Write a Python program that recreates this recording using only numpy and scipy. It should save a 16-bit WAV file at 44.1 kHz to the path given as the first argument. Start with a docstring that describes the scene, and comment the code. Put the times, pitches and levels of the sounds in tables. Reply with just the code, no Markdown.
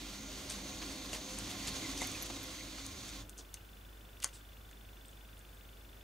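"""A workbench in a room: fingers turn a small plastic and metal part while a screwdriver tip ticks and snaps on it.
For the first three seconds something rolls on the bench: noise through resonances gives hiss and rumble, and
a low drone beats against the mains hum. Jolts, rubs and slides are bursts of filtered noise, squeaks are wavering
tones, and touches and blade pings ring decaying modes with a short echo.
Mains tones, room hiss and a camera's mechanism, ticking 25 times a second, lie underneath."""
import sys
import numpy as np
from scipy import signal
from scipy.fft import rfft, irfft
from scipy.io import wavfile
from scipy.ndimage import uniform_filter1d

SR = 44100
rng = np.random.default_rng(int(sys.argv[2]) if len(sys.argv) > 2 else 0)


def dump(signal):
    """Clip the signal to [-1, 1] and save it as 16-bit WAV at the path in sys.argv[1]."""
    limited = np.clip(np.atleast_2d(signal).T, -1, 1)
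    pcm = np.round(limited * 32767).astype(np.int16)
    wavfile.write(sys.argv[1], SR, pcm)


def volts_from_decibels(level):
    """Turn decibel levels (scalar or array-like) into linear amplitude factors."""
    exponent = np.asarray(level, float) / 20
    return 10 ** exponent


N = 265916

ROLL_END_S = 3.215
# how alike left and right are in the rolling: (frequency [Hz], likeness [0-1])
ROLL_LIKENESS = [(60, 0.98), (180, 1), (550, 0.95), (1650, 0.58), (4970, 0.75), (15000, 1)]
# stereo balance of the rolling: (frequency [Hz], left over right [dB])
ROLL_BALANCE = [(60, 0.5), (180, -0.5), (550, -1.0), (1650, -4.5), (4970, -1.5), (15000, 0.5)]


def rms_one(x):
    """Scale to unit rms."""
    return x / np.sqrt(np.mean(x ** 2) + 1e-20)


def in_time(rows):
    """Turn the columns of a table, after its time column, into sample-rate curves."""
    s, *columns = np.transpose(rows)
    return [np.interp(np.arange(N) / SR, s, column) for column in columns]


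def at_hz(points, hz):
    """Read a spectrum along a logarithmic frequency axis."""
    points = np.array(points, float)
    return np.interp(np.log(hz), np.log(points[:, 0]), points[:, 1])


def drift(rate_hz):
    """Slow random curve of unit rms: noise through two equal low-pass poles at rate_hz."""
    # computed at every 40th sample, past the filter's start
    r = np.exp(-80 * np.pi * rate_hz / SR)
    slow = signal.lfilter([1], [1, -2 * r, r * r], rng.standard_normal(N // 40 + 2002))[2000:]
    return np.interp(np.arange(N) / 40, np.arange(len(slow)), rms_one(slow))


def resonate(x, hz, width_hz):
    """Two-pole resonance with a gain of 1 at its top."""
    r = np.exp(-np.pi * width_hz / SR)
    zeros = np.array([1, 0, -1]) * (1 - r * r) / 2
    return signal.lfilter(zeros, [1, -2 * r * np.cos(2 * np.pi * hz / SR), r * r], x)


def pair(white, hz, likeness, balance):
    """Left and right mixed from a shared noise and one of opposite sign in the two channels."""
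    alike = np.clip(at_hz(likeness, hz), 0, 1)
    both = np.sqrt(1 + alike) * white[0] + np.sqrt(1 - alike) * white[1] * [[1], [-1]]
    return both * volts_from_decibels(at_hz(balance, hz) * np.array([[.5], [-.5]])) / np.sqrt(1 + alike)


def coloured(spectrum, likeness, balance):
    """Stereo noise shaped bin by bin; the mid has unit rms."""
    hz = np.maximum(np.fft.rfftfreq(N, 1 / SR), 1)
    white = rfft(rng.standard_normal((2, N))) * volts_from_decibels(at_hz(spectrum, hz))
    out = irfft(pair(white, hz, likeness, balance), N)
    return out / np.std(out.mean(axis=0))


def humming(modes, flicker_db, rate_hz):
    """Noise in narrow resonances, each swelling by itself."""
    out = 0
    # the deepest modes grow by 3 dB per second
    growth_db = 3 * (np.arange(N) / SR - ROLL_END_S / 2)
    for hz, width_hz, level_db in modes:
        band = resonate(rng.standard_normal((2, N)), hz, width_hz)
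        band = resonate(band, hz, 2 * width_hz)
        band = pair(rms_one(band), hz, ROLL_LIKENESS, ROLL_BALANCE)
        out = out + band * volts_from_decibels(level_db + flicker_db * drift(rate_hz) + growth_db * (hz < 130))
    return out


def rolling():
    """Surface roughness drives a hiss with wheel resonances and a rumble in the bench top, which dies later."""
    # gains while rolling: (time [s], rumble gain [dB], hiss gain [dB])
    roll_gains = [(0.0, -54, -50), (0.52, -47.5, -47.5), (1.12, -49, -48), (1.43, -48.5, -46.5),
                  (1.75, -45.5, -43.5), (2.09, -47, -45), (2.3, -49, -48), (2.6, -53, -47.5),
                  (3.18, -54.5, -51.5)]
    # the two loudest groups of bench modes swell apart:
    # (time [s], lower group gain [dB], upper group gain [dB])
    bench_swell = [(0, -53.5, -51.5), (0.3, -53.5, -56.5), (0.7, -58, -55), (0.85, -59, -49),
                   (1.05, -56.5, -51), (1.3, -56.5, -55), (1.45, -52, -48.5), (1.7, -52, -49.5),
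                   (1.85, -59, -47), (2.1, -58.5, -51.5), (2.45, -65, -52), (2.7, -61, -54.5),
                   (3.0, -61, -56), (3.2, -62, -55)]
    # noise spectra: (frequency [Hz], relative level [dB])
    hiss_spectrum = [(410, -11.5), (700, 0.5), (850, -3.5), (1050, 0.5), (1520, -3), (2080, -0.5),
                     (2590, 0.5), (4410, 1.5), (5360, 0), (6340, -1), (9470, -8), (11700, -11.5),
                     (15500, -19)]
    rumble_spectrum = [(35, -26), (60, -4), (75, -13), (145, -3), (277, -2.5), (456, -8.5), (511, -14),
                       (900, -12.5), (1170, -22), (1980, -120)]
    # resonances of bench and wheel: (frequency [Hz], width [Hz], relative level [dB])
    bench_modes = [(73.7, 5.3, -13.5), (104.4, 14.5, -11), (150, 25, -18.5), (379, 24, -15.5),
                   (518, 19, -14), (608, 30, -17), (732, 21, -20)]
    lower_modes = [(199.2, 14.7, -2), (224.6, 27, -8)]
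    upper_modes = [(273.4, 18, -3), (312, 22, -6)]
    wheel_modes = [(1060, 51, -19.5), (1405, 15, -21.5), (2070, 110, -18.5), (3237, 40, -18.5),
                   (3550, 220, -14), (3920, 480, -13), (2385, 60, -19), (4420, 150, -14),
                   (6295, 520, -10.5), (6840, 230, -16.5)]
    # phase by which the left leads the right: (frequency [Hz], lead [rad])
    left_lead = [(100, 0.017), (1500, 0.06), (4600, 0.77), (7400, 0.49), (9500, 0.22)]
    hiss_fade_s, rumble_fade_s = 0.02, 0.1   # time constants once the rolling ends

    rumble_db, hiss_db = in_time(roll_gains)
    lower_db, upper_db = in_time(bench_swell)
    after = np.maximum(np.arange(N) / SR - ROLL_END_S, 0)

    hiss = coloured(hiss_spectrum, ROLL_LIKENESS, ROLL_BALANCE) * volts_from_decibels(-2.0 + 1.27 * drift(20.4))
    hiss = volts_from_decibels(hiss_db) * (hiss + humming(wheel_modes, 2.06, 3.7))

    rumble = volts_from_decibels(-7.5) * coloured(rumble_spectrum, ROLL_LIKENESS, ROLL_BALANCE)
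    rumble = volts_from_decibels(rumble_db) * (rumble + humming(bench_modes, 1.5, 5.0))
    rumble += volts_from_decibels(lower_db) * humming(lower_modes, .8, 8.0)
    rumble += volts_from_decibels(upper_db) * humming(upper_modes, .8, 8.0)

    out = hiss * np.exp(-after / hiss_fade_s) + rumble * np.exp(-after / rumble_fade_s)
    lead = at_hz(left_lead, np.maximum(np.fft.rfftfreq(N, 1 / SR), 1))
    out[1] = irfft(rfft(out[1]) * np.exp(-1j * lead), N)
    return out


def hum():
    """Mains tones, and a drone that beats just below the first and slides up toward it as it dies."""
    # drone: (time [s], distance below the mains tone [beats per s], rms level [dB])
    drone = [(0, 4.2, -60), (1, 3.6, -62), (2.1, 3.4, -56), (2.5, 2.3, -70), (3.2, 1.3, -55),
             (3.5, 0.69, -112), (6.03, 1.4, -87)]
    # mains tones: (multiple of the mains frequency, rms level [dB])
    mains_tones = [(1, -55), (2, -68)]
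    mains_hz, first_beat_s = 50.075, 0.073

    t = np.arange(N) / SR
    beats, drone_db = in_time(drone)
    cycles_behind = np.cumsum(beats) / SR - beats[0] * first_beat_s
    out = volts_from_decibels(drone_db) * np.sin(2 * np.pi * (mains_hz * t - cycles_behind))
    for multiple, level_db in mains_tones:
        out += volts_from_decibels(level_db) * np.sin(2 * np.pi * multiple * mains_hz * t)
    return np.sqrt(2) * out


def room():
    """Steady hiss of air and microphone, with one faint band of noise standing out."""
    # hiss spectrum: (frequency [Hz], relative level [dB])
    hiss_spectrum = [(30, -13), (42, -6.5), (75, -2), (141, -10), (300, -12), (537, -15.5), (955, -20.5),
                     (1450, -20), (1990, -23.5), (2950, -24), (4610, -28), (8000, -30.5), (12000, -29.5),
                     (14600, -29), (15050, -28), (15500, -25)]
    # how alike left and right are: (frequency [Hz], likeness [0-1])
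    room_likeness = [(60, 0.97), (150, 0.98), (380, 0.57), (950, 0.08), (2380, 0.28), (5980, 0.77),
                     (15000, 0.8)]
    # faint band: (frequency [Hz], width [Hz], rms level [dB])
    air_band = (1480, 150, -70)
    balance = [(100, 0), (1000, -0.74), (4400, 0.67), (9000, -0.12)]   # (frequency [Hz], left over right [dB])

    hz, width_hz, level_db = air_band
    band = volts_from_decibels(level_db) * rms_one(resonate(rng.standard_normal((2, N)), hz, width_hz))
    return volts_from_decibels(-57.5) * coloured(hiss_spectrum, room_likeness, balance) + band


def camera_ticks():
    """Each tick is a dull knock, then short rings; impulses kick soft-rising resonances, a little unevenly."""
    # parts of a tick: (delay [s], frequency [Hz], level [dB], 60 dB decay [s])
    tick_parts = [(0, 2570, -61.5, 0.0055), (0.0008, 2950, -61.5, 0.008), (0.0027, 3506, -62.5, 0.018),
                  (0.0025, 14300, -72.5, 0.018), (0.0095, 12300, -75, 0.018), (0.0135, 15050, -74, 0.011),
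                  (0.025, 15050, -72.5, 0.015)]
    first_s, period_s = .0088, .04
    knock_below_hz, odd_knock_db = 3200, -4   # the knock is softer on every second tick

    starts = np.arange(first_s, N / SR, period_s)
    odd = np.arange(len(starts)) % 2
    out = np.zeros((2, N))
    for delay, hz, level_db, t60 in tick_parts:
        chance = rng.standard_normal((len(starts), 3))
        at = ((starts + delay + .00012 * chance[:, 0]) * SR).astype(int)
        kick_db = level_db + odd_knock_db * (hz < knock_below_hz) * odd
        kick_db = kick_db + 1.1 * (1 + (hz > 9000)) * chance[:, 1]   # the highest rings vary twice as much
        kicks = np.zeros((2, N + SR // 10))
        kicks[:, at] = volts_from_decibels(kick_db + .5 * chance[:, 2] * [[1], [-1]])
        width_hz = np.log(1000) / np.pi / t60
        # a wider resonance first softens the rise
        kicks = resonate(kicks + 1e-18, hz, 2.3 * width_hz) * SR / (3.0 * np.pi * width_hz)
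        out += resonate(kicks, hz, width_hz)[:, :N] * 5.85
    return out


def scuffs(rows, octaves, rise=0.19):
    """Bursts of noise round a centre pitch, grainy as the contact catches and slips; rise is a share of length."""
    grain_s, grain_db = 0.0011, 3.5
    top_hz = 8700   # bursts centred high may reach past it
    t = np.arange(round(.2 * SR)) / SR
    out = np.zeros((2, N))
    for s, level_db, hz, length in rows:
        fade = 0.95 * np.exp(-(t / length) ** 3.1) + 0.13 * np.exp(-t / 0.069)
        shape = np.minimum(t / (rise * length), 1) * fade

        grain = rms_one(uniform_filter1d(rng.standard_normal(len(t)), round(grain_s * SR)))
        mid, side = rng.standard_normal((2, len(t))) * volts_from_decibels(grain_db * grain)
        stereo = mid + 0.38 * signal.lfilter([.3], [1, -.7], side) * [[1], [-1]]

        low_hz = hz / 2 ** (octaves / 2)
        high_hz = min(hz * 2 ** (octaves / 2), max(top_hz, 1.3 * hz))
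        edges = np.clip([low_hz, high_hz], 30, .45 * SR)
        burst = signal.sosfilt(signal.butter(2, edges, "band", fs=SR, output="sos"), stereo)

        i = round((s - .002) * SR)
        out[:, i:i + len(t)] += (volts_from_decibels(level_db - 7.5) * rms_one(burst) * shape)[:, :N - i]
    return out


def jolts():
    """The rolling thing jolts, fingers brush the part: broad bursts, with a duller thump from the wood under each."""
    # (time [s], burst level [dB], centre [Hz], length [s], thump level [dB])
    jolt_rows = [(0.497, -36, 4860, 0.043, -55), (0.816, -37.5, 2300, 0.026, -45),
                 (0.915, -41, 5900, .019, -62), (1.124, -35, 3820, 0.042, -38.5),
                 (1.313, -46, 5020, 0.048, -62), (1.494, -38.5, 4430, .03, -53),
                 (1.669, -33.5, 4500, 0.028, -41), (1.971, -37, 6000, 0.046, -62),
                 (2.012, -35, 6420, 0.034, -37), (2.256, -39, 4500, 0.019, -62),
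                 (2.3, -39.5, 2520, 0.014, -35.5), (2.781, -41.5, 2300, 0.026, -49),
                 (3.082, -40.5, 3480, 0.025, -64), (3.383, -51.5, 6460, 0.044, -50),
                 (4.222, -40, 4500, 0.014, -70), (4.244, -56, 3000, 0.039, -53),
                 (4.328, -51.5, 6400, 0.063, -75)]
    thump_hz = 474
    bursts = [(s, level_db, hz, length) for s, level_db, hz, length, _ in jolt_rows]
    thumps = [(s, thump_db, thump_hz, length) for s, _, _, length, thump_db in jolt_rows]
    return scuffs(bursts, octaves=2.5) + scuffs(thumps, octaves=2.13)


def clicks():
    """Screwdriver and part touch: each touch strikes the modes near its brightest pitch hardest, with a noisy crack."""
    # touches: (time [s], peak level [dB], brightest pitch [Hz], spread [octaves], left over right [dB])
    touches = [(0.497, -32, 6500, .8, 2), (0.4992, -37, 7500, .5, 2), (0.5003, -30, 7700, 0.25, 2),
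               (0.5005, -40, 4300, .3, 2), (1.13, -36, 6800, .3, 0), (1.132, -33, 2800, .2, -2),
               (1.387, -26.5, 8850, 0.36, 2), (1.67, -39, 5000, 1.4, 0), (1.674, -39, 6800, .3, 0),
               (1.6845, -34, 5250, .4, 0), (2.017, -35, 8000, .2, 6), (2.072, -31, 11600, 0.29, 6),
               (2.117, -33, 8000, 0.82, 3), (2.864, -33, 8000, 0.59, 5), (3.2947, -35.5, 9500, 1.1, 2),
               (3.301, -44, 10000, 1.0, 3), (3.379, -49, 5300, .4, 0), (3.394, -47, 5200, .4, 0),
               (3.404, -48, 6200, .4, 0), (3.3865, -41, 6560, 0.4, 2), (3.3885, -46, 8400, .3, 0),
               (3.5413, -30, 7500, 1.1, 2.5), (3.544, -37, 6500, 1.6, 2), (3.5485, -44, 9000, .5, 5),
               (3.572, -52, 2800, 0.12, 2), (3.58, -58, 2800, .12, 2), (4.202, -40, 5460, 1.6, .5),
               (4.221, -47, 6900, 0.27, 0), (4.2235, -41, 4300, .5, 0), (4.2262, -36, 4600, 1.1, 0),
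               (4.2265, -41, 10000, .3, 0), (4.2293, -35, 3300, 1.0, 0), (4.2372, -38, 7000, 1.2, -3),
               (4.2386, -27, 7000, 1.5, -3), (4.2435, -16.5, 7000, 0.77, 3),
               (4.2434, -23.5, 2100, 1.45, -1), (4.2465, -34, 4000, 1.8, 1), (4.2485, -37, 1900, .8, 0),
               (4.25, -36, 6500, 1.2, 1), (4.256, -43, 2000, 0.37, 0), (4.258, -43, 6500, .5, 1),
               (4.266, -46, 2000, .4, 0), (4.275, -43, 6800, .6, 1), (4.288, -46, 2800, .8, 1),
               (4.5204, -50, 2980, .3, 1), (4.712, -43, 7040, 1.4, -.5), (4.7125, -51, 1970, .3, -.5),
               (5.056, -51, 8300, 0.12, 0), (5.057, -56, 5250, .15, 0), (5.083, -45.5, 8250, 0.15, 3),
               (5.113, -52, 7300, .3, 0), (5.379, -53, 9800, .15, 0), (5.392, -47, 8200, .2, -3),
               (5.548, -54, 8200, 0.15, 0)]
    # modes of the part: (frequency [Hz], relative level [dB], 60 dB decay [s])
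    part_modes = [(380, -8, .025), (563, -8, 0.018), (810, -3, 0.017), (1150, -7.5, 0.023),
                  (1340, -8, 0.012), (1610, -6.5, 0.018), (2020, -3, 0.022), (2300, -4, 0.011),
                  (2800, -2.5, 0.013), (3270, -7, 0.0098), (3960, -0.5, 0.0086), (4500, -9, 0.018),
                  (5250, -17, .008), (6200, -1, 0.0093), (6830, 2, 0.0078), (7700, -3, 0.0031),
                  (8220, 0.5, 0.009), (8700, -2.5, 0.0084), (9800, 0.5, 0.01), (10450, 0.5, 0.0066),
                  (12100, -8, 0.0087), (13300, -2, 0.0059)]
    crack_db, crack_t60_s = -5, 0.0088

    t = np.arange(round(.15 * SR)) / SR
    out = np.zeros((2, N))
    hz, level_db, t60 = np.transpose(part_modes)[:, :, None]
    for s, peak_db, bright_hz, octaves, pan_db in touches:
        luck = rng.standard_normal((len(part_modes), 2))
        near_db = -6.0 * (np.log2(hz / bright_hz) / max(octaves, .05)) ** 2
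        decay = volts_from_decibels(level_db + near_db + 1.5 * luck[:, :1] - 60 * t / t60)
        modes = decay * np.sin(2 * np.pi * hz * t + 1.7 * luck[:, 1:])
        ring = (modes * np.minimum(t * hz / 1.16, 1)).sum(axis=0)   # each mode builds up over about a cycle

        edges = np.clip([bright_hz / 2 ** (1.07 * octaves), bright_hz * 2 ** (0.34 * octaves)], 30, 14000)
        noise = rng.standard_normal(len(t)) * volts_from_decibels(-60 * t / crack_t60_s)
        crack = signal.sosfilt(signal.butter(2, edges, "band", fs=SR, output="sos"), noise)

        touch = ring / abs(ring).max() + volts_from_decibels(crack_db) * crack / abs(crack).max()
        gain = volts_from_decibels(peak_db + pan_db * np.array([[.5], [-.5]]))
        i = round(s * SR)
        out[:, i:i + len(t)] += (gain * touch / abs(touch).max())[:, :N - i]
    return out


def echoed(struck):
    """Bench and hands return a short echo: the sound is convolved with decaying, low-passed noise."""
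    length_s, echo_db, t60_s, top_hz = .15, -9.5, 0.12, 7000
    t = np.arange(round(length_s * SR)) / SR
    shared, own = rng.standard_normal(len(t)), rng.standard_normal((2, len(t)))
    echo = shared + 1.2 * signal.lfilter([.3], [1, -.7], own)
    echo = echo * volts_from_decibels(-60 * t / t60_s) * np.minimum(t / 0.0021, 1)
    echo = signal.sosfilt(signal.butter(2, top_hz, fs=SR, output="sos"), echo)
    echo *= volts_from_decibels(echo_db) / np.sqrt((echo ** 2).sum(axis=1, keepdims=True))
    return struck + signal.fftconvolve(struck, echo, axes=1)[:, :N]


def rubs():
    """Squeaky rubs on one pitch: noise bursts in a very narrow band."""
    # (time [s], level [dB], pitch [Hz], length [s])
    rub_rows = [(1.745, -40.5, 6400, 0.042), (4.334, -52, 8140, 0.043), (4.334, -57, 9800, .035),
                (2.6, -45, 2100, .022), (2.146, -41, 2480, .022)]
    return scuffs(rub_rows, octaves=0.12)


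def squeaks():
    """Stick-slip squeaks: a wavering tone whose pitch sags in the middle of the slip."""
    # (time [s], level [dB], pitch [Hz], length [s], dip of the pitch midway [Hz])
    squeak_rows = [(1.823, -48.5, 2070, 0.064, 20), (2.007, -40, 2280, .027, 216),
                   (2.049, -43, 2170, .011, 50)]
    wander_hz, flutter_db = 50, 3.5
    out = np.zeros(N)
    for s, level_db, hz, length, dip_hz in squeak_rows:
        t = np.arange(round(length * SR)) / SR
        arch = np.sin(np.pi * t / length)
        noises = rng.standard_normal((2, len(t)))
        wander, flutter = [rms_one(uniform_filter1d(noise, size=110)) for noise in noises]
        phase = 2 * np.pi * np.cumsum(hz - dip_hz * arch + wander_hz * wander) / SR
        i = round(s * SR)
        out[i:i + len(t)] += volts_from_decibels(level_db + flutter_db * flutter) * arch ** 0.42 * np.sin(phase)
    return out * volts_from_decibels([[-1.5], [1.5]])   # leans to the right


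def pings():
    """The steel blade is tapped: each tap sets its few high modes ringing."""
    # taps: (time [s], peak level [dB], left over right [dB])
    taps = [(2.2236, -28, 0), (2.2296, -30, 3), (2.353, -51, 0), (2.431, -38, 0), (2.439, -39, 5)]
    # modes of the blade: (frequency [Hz], relative level [dB], 60 dB decay [s])
    blade_modes = [(6000, -8.5, 0.014), (10470, -4, 0.0046), (11740, 1, 0.0093), (13500, -10, .005),
                   (15000, -16, .004)]
    t = np.arange(round(.05 * SR)) / SR
    out = np.zeros((2, N))
    hz, level_db, t60 = np.transpose(blade_modes)[:, :, None]
    for s, peak_db, pan_db in taps:
        luck_db = 1.5 * rng.standard_normal((len(blade_modes), 1))
        modes = volts_from_decibels(level_db + luck_db - 60 * t / t60) * np.sin(2 * np.pi * hz * t)
        ring = modes.sum(axis=0) * np.minimum(t / 0.00083, 1)
        i = round(s * SR)
        gain = volts_from_decibels(peak_db + pan_db * np.array([[.5], [-.5]]))
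        out[:, i:i + len(t)] += gain * ring / abs(ring).max()
    return out


def slides():
    """A fingertip slides over the part: noise bursts that swell more slowly."""
    # (time [s], level [dB], centre [Hz], length [s])
    slide_rows = [(3.372, -47, 7200, 0.024), (3.385, -47.5, 5600, 0.028)]
    return scuffs(slide_rows, octaves=0.71, rise=0.4)


def scene():
    """All sources in stereo; touches and pings share one echo."""
    steady = rolling() + hum() + room() + camera_ticks()
    rubbed = jolts() + rubs() + squeaks() + slides()
    return steady + rubbed + echoed(clicks() + pings())


def top_cut(x):
    """Nothing passes above the cut-off."""
    return signal.sosfilt(signal.butter(12, 15960, fs=SR, output="sos"), x)


def record(dry):
    """A steep low-pass cuts the top of the finished mix."""
    low_pass = signal.ellip(10, 1, 60, 15700, fs=SR, output="sos")   # 1 dB ripple, 60 dB stop, cutoff in Hz
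    mix = signal.sosfilt(low_pass, dry)
    return top_cut(mix)


dry = scene()
out = record(dry)
dump(out)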